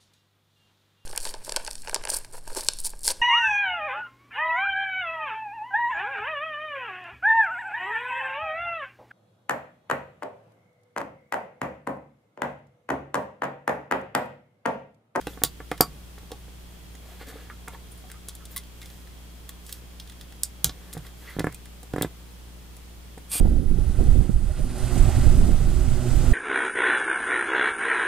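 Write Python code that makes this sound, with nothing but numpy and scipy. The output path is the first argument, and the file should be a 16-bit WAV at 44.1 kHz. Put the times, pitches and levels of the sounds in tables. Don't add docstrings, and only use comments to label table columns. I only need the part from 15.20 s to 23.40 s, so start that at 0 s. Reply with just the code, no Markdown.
import sys
import numpy as np
from scipy import signal
from scipy.fft import rfft, irfft
from scipy.io import wavfile
from scipy.ndimage import uniform_filter1d

SR = 44100
rng = np.random.default_rng(int(sys.argv[2]) if len(sys.argv) > 2 else 0)


def magnitude_from_level(level_db):
    exponent = np.asarray(level_db, float) / 20
    return 10 ** exponent


def persist_wave(psi):
    counts = np.round(np.clip(psi, -1, 1) * 32767).astype(np.int16)
    wavfile.write(sys.argv[1], SR, np.atleast_2d(counts).T)


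N = 361619


def rms_one(x):
    return x / np.sqrt(np.mean(x ** 2) + 1e-20)


def at_hz(points, hz):
    table_hz, value = np.transpose(points)
    return np.interp(np.log(hz), np.log(table_hz), value)


def resonate(x, hz, width_hz):
    r = np.exp(-np.pi * width_hz / SR)
    poles = [1, -2 * r * np.cos(2 * np.pi * hz / SR), r * r]
    return signal.lfilter(np.array([1, 0, -1]) * (1 - r * r) / 2, poles, x)


def body(x, peaks, spread_db=0):
    spread_db = spread_db + np.zeros(len(peaks))
    total = 0
    for k, ((hz, width_hz, db), extra_db) in enumerate(zip(peaks, spread_db)):
        total = total + (-1) ** k * magnitude_from_level(db + extra_db) * resonate(x, hz, width_hz)
    return total


def band(x, low_hz, high_hz):
    return signal.sosfilt(signal.butter(2, [low_hz, high_hz], "band", fs=SR, output="sos"), x)


def add(out, s, sound, pan_db, lag=0):
    at = round(s * SR)
    pair = sound + np.array([[lag / 2], [-lag / 2]]) * np.gradient(sound)
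    out[:, at:at + len(sound)] += pair[:, :N - at] * magnitude_from_level(np.array([[pan_db / 2], [-pan_db / 2]]))


# [f/Hz, level/dB rms]
HUM = [(60, -46), (120, -61.5), (180, -58.5), (240, -70.5), (300, -66.5), (360, -69.5), (420, -70.5),
       (480, -78), (540, -82)]


def hum():
    line_hz = HUM[0][0]
    turn = 2 * np.pi * (line_hz * np.arange(N) / SR + rng.random())
    total = np.zeros(N)
    for k, (hz, db) in enumerate(HUM):
        behind = np.pi / 2 if k else 0
        total += np.sqrt(2) * magnitude_from_level(db) * np.cos(round(hz / line_hz) * turn - behind)
    return total


# [f/Hz, level/dB per Hz]
HISS = [(15, -11.5), (30, -11.5), (60, -9.5), (110, -11), (200, -15.5), (350, -20.5), (700, -23.5),
        (1700, -28.5), (3000, -28), (6000, -32.5), (10000, -33), (14000, -35.5), (15750, -32), (15950, -61)]
# [f/Hz, likeness 0..1]
LIKENESS = [(60, 0.26), (180, 0.25), (550, 0.15), (1650, 0.11), (4970, 0.015), (15000, 0.094)]
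# [f/Hz, width/Hz, level/dB]
WHINE = (3270, 110, -68)
# [t/s, level/dB]
WHINE_EASES = [
    (6.2, 1),
    (6.6, -5),
]
HISS_DB = -53


def hiss():
    hz = np.maximum(np.fft.rfftfreq(N, 1 / SR), 1)
    alike = np.clip(at_hz(LIKENESS, hz), 0, 1)
    mid, side, narrow = rng.standard_normal((3, N))
    both = np.sqrt(1 + alike) * rfft(mid) + np.sqrt(1 - alike) * rfft(side) * np.array([[1], [-1]])
    noise = irfft(both * magnitude_from_level(at_hz(HISS, hz)), N)
    noise = noise / np.std(band(noise, 500, 16000))
    whine_hz, width_hz, whine_db = WHINE
    ease_db = np.interp(np.arange(N) / SR, *np.transpose(WHINE_EASES))
    whine = magnitude_from_level(whine_db + ease_db) * rms_one(resonate(narrow, whine_hz, width_hz))
    return magnitude_from_level(HISS_DB) * noise + whine


ROOM_T60_S, ROOM_DB, ECHO_S, ECHO_DB = 0.11, -5.5, 0.011, -18.5
WALL_LOSS = 0.38
BOOM_CUT_HZ, AIR_CUT_HZ = 290, 13800


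def room(x):
    t = np.arange(int(0.4 * SR)) / SR
    decay = magnitude_from_level(-60 * t / ROOM_T60_S) * (1 - np.exp(-t / 0.00099))

    def evenly_coloured(spectrum):
        smooth = np.sqrt(uniform_filter1d(np.abs(spectrum) ** 2, size=150))
        return irfft(spectrum / smooth, len(t)) * (t < 0.3)

    mid, side = [evenly_coloured(v) for v in rfft(rng.standard_normal((2, len(t))) * decay)]
    tail = (mid + 0.16 * side * np.array([[1], [-1]])) * magnitude_from_level(ROOM_DB)
    tail[:, round(ECHO_S * SR)] += magnitude_from_level(ECHO_DB)
    dull = signal.lfilter([1 - WALL_LOSS], [1, -WALL_LOSS], tail)
    dull = signal.lfilter(*signal.butter(2, [BOOM_CUT_HZ, AIR_CUT_HZ], "band", fs=SR), dull)
    return signal.fftconvolve(x, dull, axes=1)[:, :N]


# [middle t/s, length/s, hiss level/dB, body level/dB, rumble level/dB]
RUBS = [(0.11, 0.15, -55, -59.5, -57), (1.918, 0.25, -60, -58.5, -58.5), (2.018, 0.056, -58, -47.5, -53),
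        (2.091, 0.072, -52, -55, -58), (2.164, 0.33, -61.5, -54.5, -55.5), (2.54, 0.065, -58, -55.5, -51),
        (2.755, 0.25, -65, -77, -77), (2.888, .06, -60, -75, -58), (3.33, 0.089, -54.5, -62, -79),
        (3.694, 0.36, -58, -64.5, -79), (4.516, 0.2, -51, -62, -74), (5.677, 0.49, -64, -60.5, -61),
        (5.865, 0.099, -58, -60, -66), (5.997, .14, -59.5, -72, -69), (6.101, 0.23, -56.5, -51.5, -61)]
# [f/Hz, width/Hz, level/dB]
RUB_PEAKS = [(6000, 8300, 0), (9000, 2800, 4.5), (11800, 2800, 0.5), (15100, 1600, -2.5)]
# [f/Hz, width/Hz, level/dB]
RUB_BODY = [(1300, 970, -1), (1950, 690, 2), (3200, 1300, -7), (4630, 660, -9)]
# [t/s, level/dB]
DRAG = [
    (8.07, -76),
    (8.116, -31.5),
    (8.136, -27.5),
    (8.18, -29),
    (8.2, -32),
]
# [f/Hz, width/Hz, level/dB]
DRAG_PEAKS = [(970, 1000, -18), (2490, 190, -6.5), (3300, 720, -12), (4760, 590, -7.5), (6100, 3500, -14),
              (8550, 270, 4.5), (10400, 710, -4), (11900, 1100, -6.5), (14300, 730, -10)]
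STROKE_SHARPNESS = 1.37


def rubs():
    unevenness_db = 4.3 * np.minimum(rng.exponential(1, (4, N)), 4)
    grains = rng.standard_normal((4, N)) * magnitude_from_level(unevenness_db)
    layers = body(grains[0], RUB_PEAKS), body(grains[1], RUB_BODY), band(grains[2], 230, 610)
    layers = np.array([rms_one(layer) for layer in layers])
    t = np.arange(N) / SR
    drag_db = np.interp(t, *np.transpose(DRAG), left=-200)
    out = rms_one(body(grains[3], DRAG_PEAKS)) * magnitude_from_level(drag_db)
    for middle_s, length_s, *levels_db in RUBS:
        phase = np.clip((t - middle_s) / length_s, -0.5, 0.5)
        pressure = np.cos(np.pi * phase) ** STROKE_SHARPNESS
        out += pressure * (magnitude_from_level(np.array(levels_db)) @ layers)
    return out * magnitude_from_level(np.array([[-0.3], [0.3]]))


# [t/s, f/Hz, peak level/dB, t60/s]
CREAKS = [(0.609, 4660, -7, 0.0054), (2.306, 1330, -40, 0.11), (2.84, 700, -45.5, 0.058),
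          (2.941, 1260, -46.5, 0.11), (3.204, 1300, -47.5, 0.13), (3.364, 1100, -38, 0.052),
          (3.363, 2000, -31.5, 0.036), (3.315, 9800, -46, 0.056), (3.616, 2080, -42, 0.14),
          (0.2356, 11600, -22, 0.0052), (1.125, 805, -44, 0.07), (2.546, 910, -43, 0.081),
          (5.233, 5380, -19.5, 0.034), (6.074, 1960, -37.5, 0.22), (6.1, 10000, -45, .08),
          (6.345, 2400, -45, 0.02), (0.6077, 13660, -4, 0.004), (.615, 154, -38, 0.96),
          (2.715, 9600, -43.5, 0.092), (2.775, 9600, -45.5, 0.099), (3.31, 14000, -43, 0.2),
          (5.443, 9000, -22, 0.0074), (5.445, 142, -33.5, 0.19), (5.449, 45, -29, 0.26),
          (6.822, 3600, -28, 0.047)]


def creaks():
    out, t = np.zeros((2, N)), np.arange(9000) / SR
    for (s, hz, peak_db, t60), noise in zip(CREAKS, rng.standard_normal((len(CREAKS), len(t)))):
        tone = resonate(noise * magnitude_from_level(-60 * t / t60), hz, width_hz=25 + 0.057 * hz)
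        add(out, s, magnitude_from_level(peak_db) * tone / np.abs(tone).max(), -1.2)
    return out


LEAD_IN_S = 0.00042


def let_go(hz, t60, turns=0):
    t = np.arange(11000) / SR - 0.002
    envelope = np.where(t < 0, np.exp(-(t / LEAD_IN_S) ** 2 / 2), magnitude_from_level(-60 * t / t60))
    return -np.cos(2 * np.pi * (hz * t + turns)) * envelope


# [t/s, f/Hz, peak level/dB, t60/s]
LOW_RINGS = [(.5158, 1125, -30, .053), (.5158, 495, -32, .055), (.5158, 700, -33, .07),
             (.607, 420, -12, .008), (.607, 727, -27, .12), (.607, 1120, -26, .11), (.607, 1319, -22, .08),
             (.607, 1507, -21, .06), (.607, 200, -19, .03), (.613, 300, -23, .05), (.62, 1250, -28, .05),
             (1.1085, 450, -39, .02), (1.1085, 900, -44, .015), (1.119, 452, -33, .05),
             (1.119, 1114, -42, .05), (1.146, 170, -41, .03), (1.752, 1950, -46, .03),
             (1.86, 640, -49, .04), (1.889, 654, -46, .1), (1.92, 660, -47, .1), (2.079, 280, -42, .1),
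             (2.095, 450, -44, .07), (2.125, 760, -46, .05), (2.14, 290, -43, .08), (2.157, 445, -35, .08),
             (2.3, 1700, -40, .06), (2.483, 2100, -38, .025), (2.483, 950, -39, .05),
             (2.535, 1050, -46, .06), (6.194, 2100, -32, .02), (6.194, 800, -32, .012),
             (6.29, 120, -39, .3), (6.85, 68, -37, .2), (5.77, 150, -38, .12), (.607, 950, -18, .005),
             (2.17, 1300, -46, .04), (2.09, 2100, -48, .03), (6.322, 2110, -43, .016)]
# [t/s, f/Hz, peak level/dB, t60/s]
HIGH_RINGS = [(.0125, 4630, -46, .02), (.135, 3430, -44, 0.014), (.2375, 15100, -8, .008),
              (.2375, 3600, -29, 0.026), (0.2473, 4730, -25, 0.033), (.2485, 3600, -32, .05),
              (.275, 4500, -35, 0.016), (.6078, 2960, -22, 0.0047), (1.118, 2900, -42, .01),
              (1.753, 6600, -43, .015), (3.363, 13700, -28, .012), (3.363, 15500, -33, .012),
              (3.363, 9700, -26, .015), (3.369, 13600, -32, .012), (3.369, 9600, -27, .015),
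              (3.369, 15400, -34, .01), (3.376, 9600, -25, 0.03), (3.378, 13700, -37, .03),
              (5.445, 15400, -17, .006), (5.4443, 6000, -15.5, .008), (5.4445, 5200, -18, .012),
              (5.445, 1590, -27, .01), (.2372, 15700, -14, .006), (.609, 8800, -13, 0.0055),
              (.07, 2700, -30, .01), (.08, 3800, -38, .02), (5.444, 7530, -25, .06), (7.98, 8600, -48, .04)]
TWIN_RATIO, TWIN_DB = 1.06, -6.5


def rings():
    out = np.zeros((2, N))
    for s, hz, peak_db, t60 in LOW_RINGS + HIGH_RINGS:
        twin_hz = hz * TWIN_RATIO ** (1 if hz < 3000 else 0.5)
        pair = let_go(hz, t60) + magnitude_from_level(TWIN_DB) * let_go(twin_hz, t60)
        add(out, s - 0.002, magnitude_from_level(peak_db - 4.0) * pair, -1.5)
    return out


DESK_PAN_DB = -2.3
# [t/s, pressure dip level/dB, hardness/dB, depth/dB]
JUDDERS = [(6.1667, -27, 2, 10), (6.188, -18, 1, 2), (6.1954, -24, -3, 5), (6.2054, -17, 4, 1),
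           (6.2439, -14, 7.5, 2), (6.2704, -15.5, 9, 0), (6.7384, -17, 1, 2.5), (6.7623, -16.5, 4, -5),
           (6.7827, -16, 3, -1), (6.8124, -15, 2, 2), (6.8298, -17, 3, -1), (6.8475, -15.5, 1, -2.5)]
# [f/Hz, level/dB, t60/s]
LOADED_DESK = [(65, -18, .12), (111, -11.5, 0.096), (157, -4, 0.084), (215, -12.5, 0.03), (275, -7, 0.038),
               (333, -3.5, .035), (406, -6.5, .03), (480, -13.5, 0.055), (600, -15.5, 0.016),
               (750, -13, .025), (1030, -18.5, 0.035), (1360, -16.5, 0.03), (1720, -13, 0.017),
               (2030, -21, .01)]
HEAVY_HZ = 290


def judders():
    out = np.zeros((2, N))
    hz, mode_db, t60 = np.transpose(LOADED_DESK)[:, :, None]
    grips = rng.standard_normal((len(JUDDERS), len(hz), 1))
    for (s, dip_db, hard_db, deep_db), grip in zip(JUDDERS, grips):
        tilt_db = np.interp(np.log(hz), np.log([170, 290, 600, 1100]), [deep_db, 0, 0, hard_db])
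        modes = let_go(hz * (1 + 0.04 * grip), t60, turns=(hz < HEAVY_HZ) / 4)
        jolt = np.sum(magnitude_from_level(mode_db + tilt_db) * modes, axis=0)
        add(out, s - 0.002, magnitude_from_level(dip_db - 7.0) * jolt, DESK_PAN_DB)
    return out


# [t/s, peak level/dB, hardness/dB, depth/dB]
TAPS = [(0.069, -16.5, -18, -29), (0.075, -25, -26, -13), (0.172, -29, -11, -23), (0.217, -21, -12.5, -27),
        (0.2355, -14, -10, -9.5), (0.401, -25.5, -7.5, -15), (0.514, -14.5, -6.5, -23),
        (0.52, -24, -24, -12), (0.605, -8, -11, -13.5), (0.978, -37, -7, -21), (1.03, -38.5, -18, -17),
        (1.117, -29.5, -14, -19), (1.279, -37.5, -13, -19), (1.747, -41, -23, -5), (2.011, -28.5, -19, -29),
        (2.078, -43, -20, -33), (2.156, -36, -21, -27), (2.298, -37.5, 4, -16), (2.475, -36, 3.5, -15),
        (2.482, -31, -29, -22), (2.546, -46.5, 5.5, -12), (3.082, -39.5, -4, -35), (4.291, -45, 2, -5),
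        (7.975, -29, -24, -8), (8.153, -26.5, -21, -14)]
# [t/s, peak level/dB, hardness/dB, depth/dB]
THUMPS = [
    (5.443, -32, 3.5, 14),
    (5.492, -30.5, -6.5, -2),
    (5.749, -34.5, -11, 6),
    (5.767, -24, -18, 0.5),
    (5.848, -49.5, 3.5, -9),
    (6.629, -34, -17, -10),
]
# [f/Hz, level/dB, t60/s]
DESK = [(45, -18, 0.98), (112.5, -12, 0.23), (156.3, -3, 0.17), (230, 1.5, 0.032), (288, 1.5, 0.057),
        (338, -4.5, 0.049), (389, 11, 0.013), (437, 3, 0.041), (570, 1, 0.029), (698, 10, 0.022),
        (1060, 8, 0.0085), (1120, -7, 0.055), (1383, 1.5, 0.024), (1853, -1, 0.024), (2085, 5, 0.0094)]
PUSH_DB, PUSH_S = -4.5, 0.00066
WRIST_HZ, WRIST_DAMPING = 200, 0.921
MAT_CUT_HZ = 2500


def knocks():
    out, t = np.zeros((2, N)), np.arange(9000) / SR
    hz, mode_db, t60 = np.transpose(DESK)[:, :, None]
    contact = 1 - np.exp(-(t / 0.00051) ** 2)
    push = t / PUSH_S - 2
    pressure = magnitude_from_level(PUSH_DB + 12.0) * (push - 0.2) * np.exp(-push ** 2 / 2)
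    rows = [(*tap, 1) for tap in TAPS] + [(*thump, WRIST_DAMPING) for thump in THUMPS]
    luck = rng.standard_normal((len(rows), 2, len(DESK), 1))
    for (s, peak_db, hard_db, deep_db, wrists), (strength, load) in zip(rows, luck):
        tilts_db = [deep_db + 8.0, 0, 0, hard_db + 15.0]
        tilt_db = np.interp(np.log(hz), np.log([171, 285, 750, 1100]), tilts_db)
        decay_db = -60 * t * np.where(hz < WRIST_HZ, wrists, 1) / t60
        swing = -np.sin(2 * np.pi * hz * (1 + 0.03 * load) * t + np.pi / 3)
        modes = swing * magnitude_from_level(mode_db + tilt_db + 0.96 * strength + decay_db)
        sound = np.sum(modes, axis=0) * contact + pressure
        add(out, s + 0.001263, magnitude_from_level(peak_db - 16.0) * sound, DESK_PAN_DB)
    return signal.sosfilt(signal.butter(4, MAT_CUT_HZ, fs=SR, output="sos"), out)


def slips(noise, t, t60):
    spectrum = rfft(noise * (1 - np.exp(-(t / 0.00081) ** 2)) * magnitude_from_level(-60 * t / t60))
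    even = irfft(spectrum / np.sqrt(uniform_filter1d(np.abs(spectrum) ** 2, size=50)), len(t))
    return even * (t < 2 * t60)


# [t/s, peak level/dB, loudest ring f/Hz, lower wall modes level/dB, upper wall modes level/dB]
SNAPS = [(0.2356, -3.5, 14300, -16, -10), (0.2478, -16, 3800, -20, -34), (0.6086, -4.5, 13000, -27, -9.5),
         (1.116, -28.5, 3400, -9.5, -15), (2.718, -44, 9650, -26, -4), (2.7761, -45, 9300, -18, -1),
         (3.0843, -22.5, 10800, -21, -14.5), (3.0918, -29, 9300, -12, -21),
         (3.3617, -21.5, 13900, -7.5, -1), (3.368, -23, 9900, -13, -9), (3.3766, -23.5, 9150, -13, -14),
         (4.291, -25.5, 3600, -20, -10), (4.525, -21.5, 8300, -12, -8), (4.798, -27.5, 3320, -5, -14),
         (5.233, -8.5, 8540, -26, -14), (5.4435, -3, 6500, -15.5, -10.5), (5.4927, -25.5, 3950, 4, -29),
         (5.7342, -25.5, 11300, -21, -13), (6.3442, -28.5, 8550, -20, -13), (6.821, -13.5, 8940, -17, -8.5)]
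# [t/s, peak level/dB, loudest ring f/Hz, hollow level/dB]
CLACKS = [(0.0108, -35.5, 6000, -1), (0.0687, -26.5, 3280, -1.5), (0.5139, -24.5, 3370, 3),
          (0.577, -34, 3010, -5), (0.983, -40.5, 3160, -14), (1.75, -41, 6050, -3),
          (2.48, -28.5, 10100, -1.5), (2.899, -38, 3000, 1), (2.9145, -30.5, 9000, -6),
          (3.872, -43, 3300, -0.5), (4.919, -41, 3200, -5), (5.122, -38.5, 3300, -4.5),
          (5.7754, -34.5, 6600, -7), (5.8652, -37, 3730, -4), (6.1934, -20.5, 4150, -2),
          (6.2671, -37, 11400, 12.5), (6.324, -36, 9180, -5), (6.7347, -34.5, 3200, 1),
          (6.761, -36.5, 10000, 6), (6.782, -34, 3680, 2), (6.798, -43, 3120, -11), (6.81, -35.5, 3190, 12),
          (6.8463, -45, 9050, 14), (7.978, -41, 8550, 0.5)]
# [t/s, peak level/dB, loudest ring f/Hz, hollow level/dB]
TICKS = [(3.1505, -30.5, 11600, -23), (3.253, -31, 7900, -23), (3.4344, -42, 3180, -13),
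         (3.615, -32.5, 3630, -9), (3.627, -35.5, 3740, -23), (3.657, -34.5, 5100, -24),
         (3.7, -38.5, 3320, -15), (4.464, -34, 8200, -26), (4.492, -31.5, 5740, -7),
         (4.873, -38.5, 3520, -14), (4.896, -34, 3530, -8.5), (5.01, -32, 3500, -9.5),
         (5.728, -29, 6600, -8), (6.242, -33.5, 11200, -14), (6.4546, -36.5, 6900, -6),
         (6.63, -35, 9100, -25), (7.5654, -38, 10700, -10)]
# [ring f/Hz, lower wall level/dB, upper wall level/dB]
LIGHT_WALLS = [(3300, -10.5, -14), (6500, -13, -16), (10000, -20, -15)]
# [f/Hz, width/Hz, level/dB]
PLASTIC = [(3600, 660, 4.5), (4884, 500, 5.5), (5164, 610, 5), (7510, 2110, 5.5), (8580, 1860, 8),
           (9600, 1230, 7.5), (11600, 1840, 3.5), (12500, 1600, 3.5), (13900, 940, 3), (15400, 1100, -6)]
# [f/Hz, width/Hz, level/dB]
HOLLOW = [(1040, 1100, -5), (1440, 720, 4), (2000, 255, 5), (2440, 400, -3.5)]
SNAP_HOLLOW_DB = -29
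SOFT_T60_S, HARD_T60_S = 0.02, 0.005


def snaps():
    out, t = np.zeros((2, N)), np.arange(4000) / SR
    ring, low, high = np.transpose(LIGHT_WALLS)
    rows = [(s, db, hz, SNAP_HOLLOW_DB, lower_db, upper_db) for s, db, hz, lower_db, upper_db in SNAPS]
    for s, db, hz, hollow_db in CLACKS + TICKS:
        rows.append((s, db, hz, hollow_db, np.interp(hz, ring, low), np.interp(hz, ring, high)))
    grit, luck = rng.standard_normal((len(rows), len(t))), rng.standard_normal((len(rows), 2))
    wall_hz = np.array(PLASTIC)[:, 0]
    lower, upper = wall_hz < 6500, wall_hz > 11000
    for (s, peak_db, ring_hz, hollow_db, lower_db, upper_db), noise, chance in zip(rows, grit, luck):
        burst = slips(noise, t, np.interp(peak_db, [-30, -5], [SOFT_T60_S, HARD_T60_S]))
        walls = body(burst, PLASTIC, lower * (lower_db + 14.0) + upper * (upper_db + 12.5))
        bright = walls + magnitude_from_level(4.0) * resonate(burst, ring_hz, width_hz=300)
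        both = rms_one(bright) + magnitude_from_level(hollow_db) * rms_one(body(burst, HOLLOW))
        add(out, s, magnitude_from_level(peak_db - 23.5) * both, -1.1 + 0.9 * chance[0], lag=0.71 + 0.3 * chance[1])
    return out


DESK_ROOM_DB, JUDDER_ROOM_DB = -2, -3
TOP_HZ = 16150


def scene():
    floor = hum() + hiss()
    airborne = rubs() + creaks() + rings()
    jolts, desk, clicks = judders(), knocks(), snaps()
    heard = room(clicks + airborne + magnitude_from_level(DESK_ROOM_DB) * desk + magnitude_from_level(JUDDER_ROOM_DB) * jolts)
    rest = airborne + desk + jolts + heard + floor
    return clicks + signal.sosfilt(signal.cheby2(14, 60, TOP_HZ, fs=SR, output="sos"), rest)


def top_cut(x):
    return signal.sosfilt(signal.butter(12, 16790, fs=SR, output="sos"), x)


def record(dry):
    mix = np.clip(dry, -1, 1)
    return top_cut(mix)


dry = scene()
out = record(dry)
persist_wave(out)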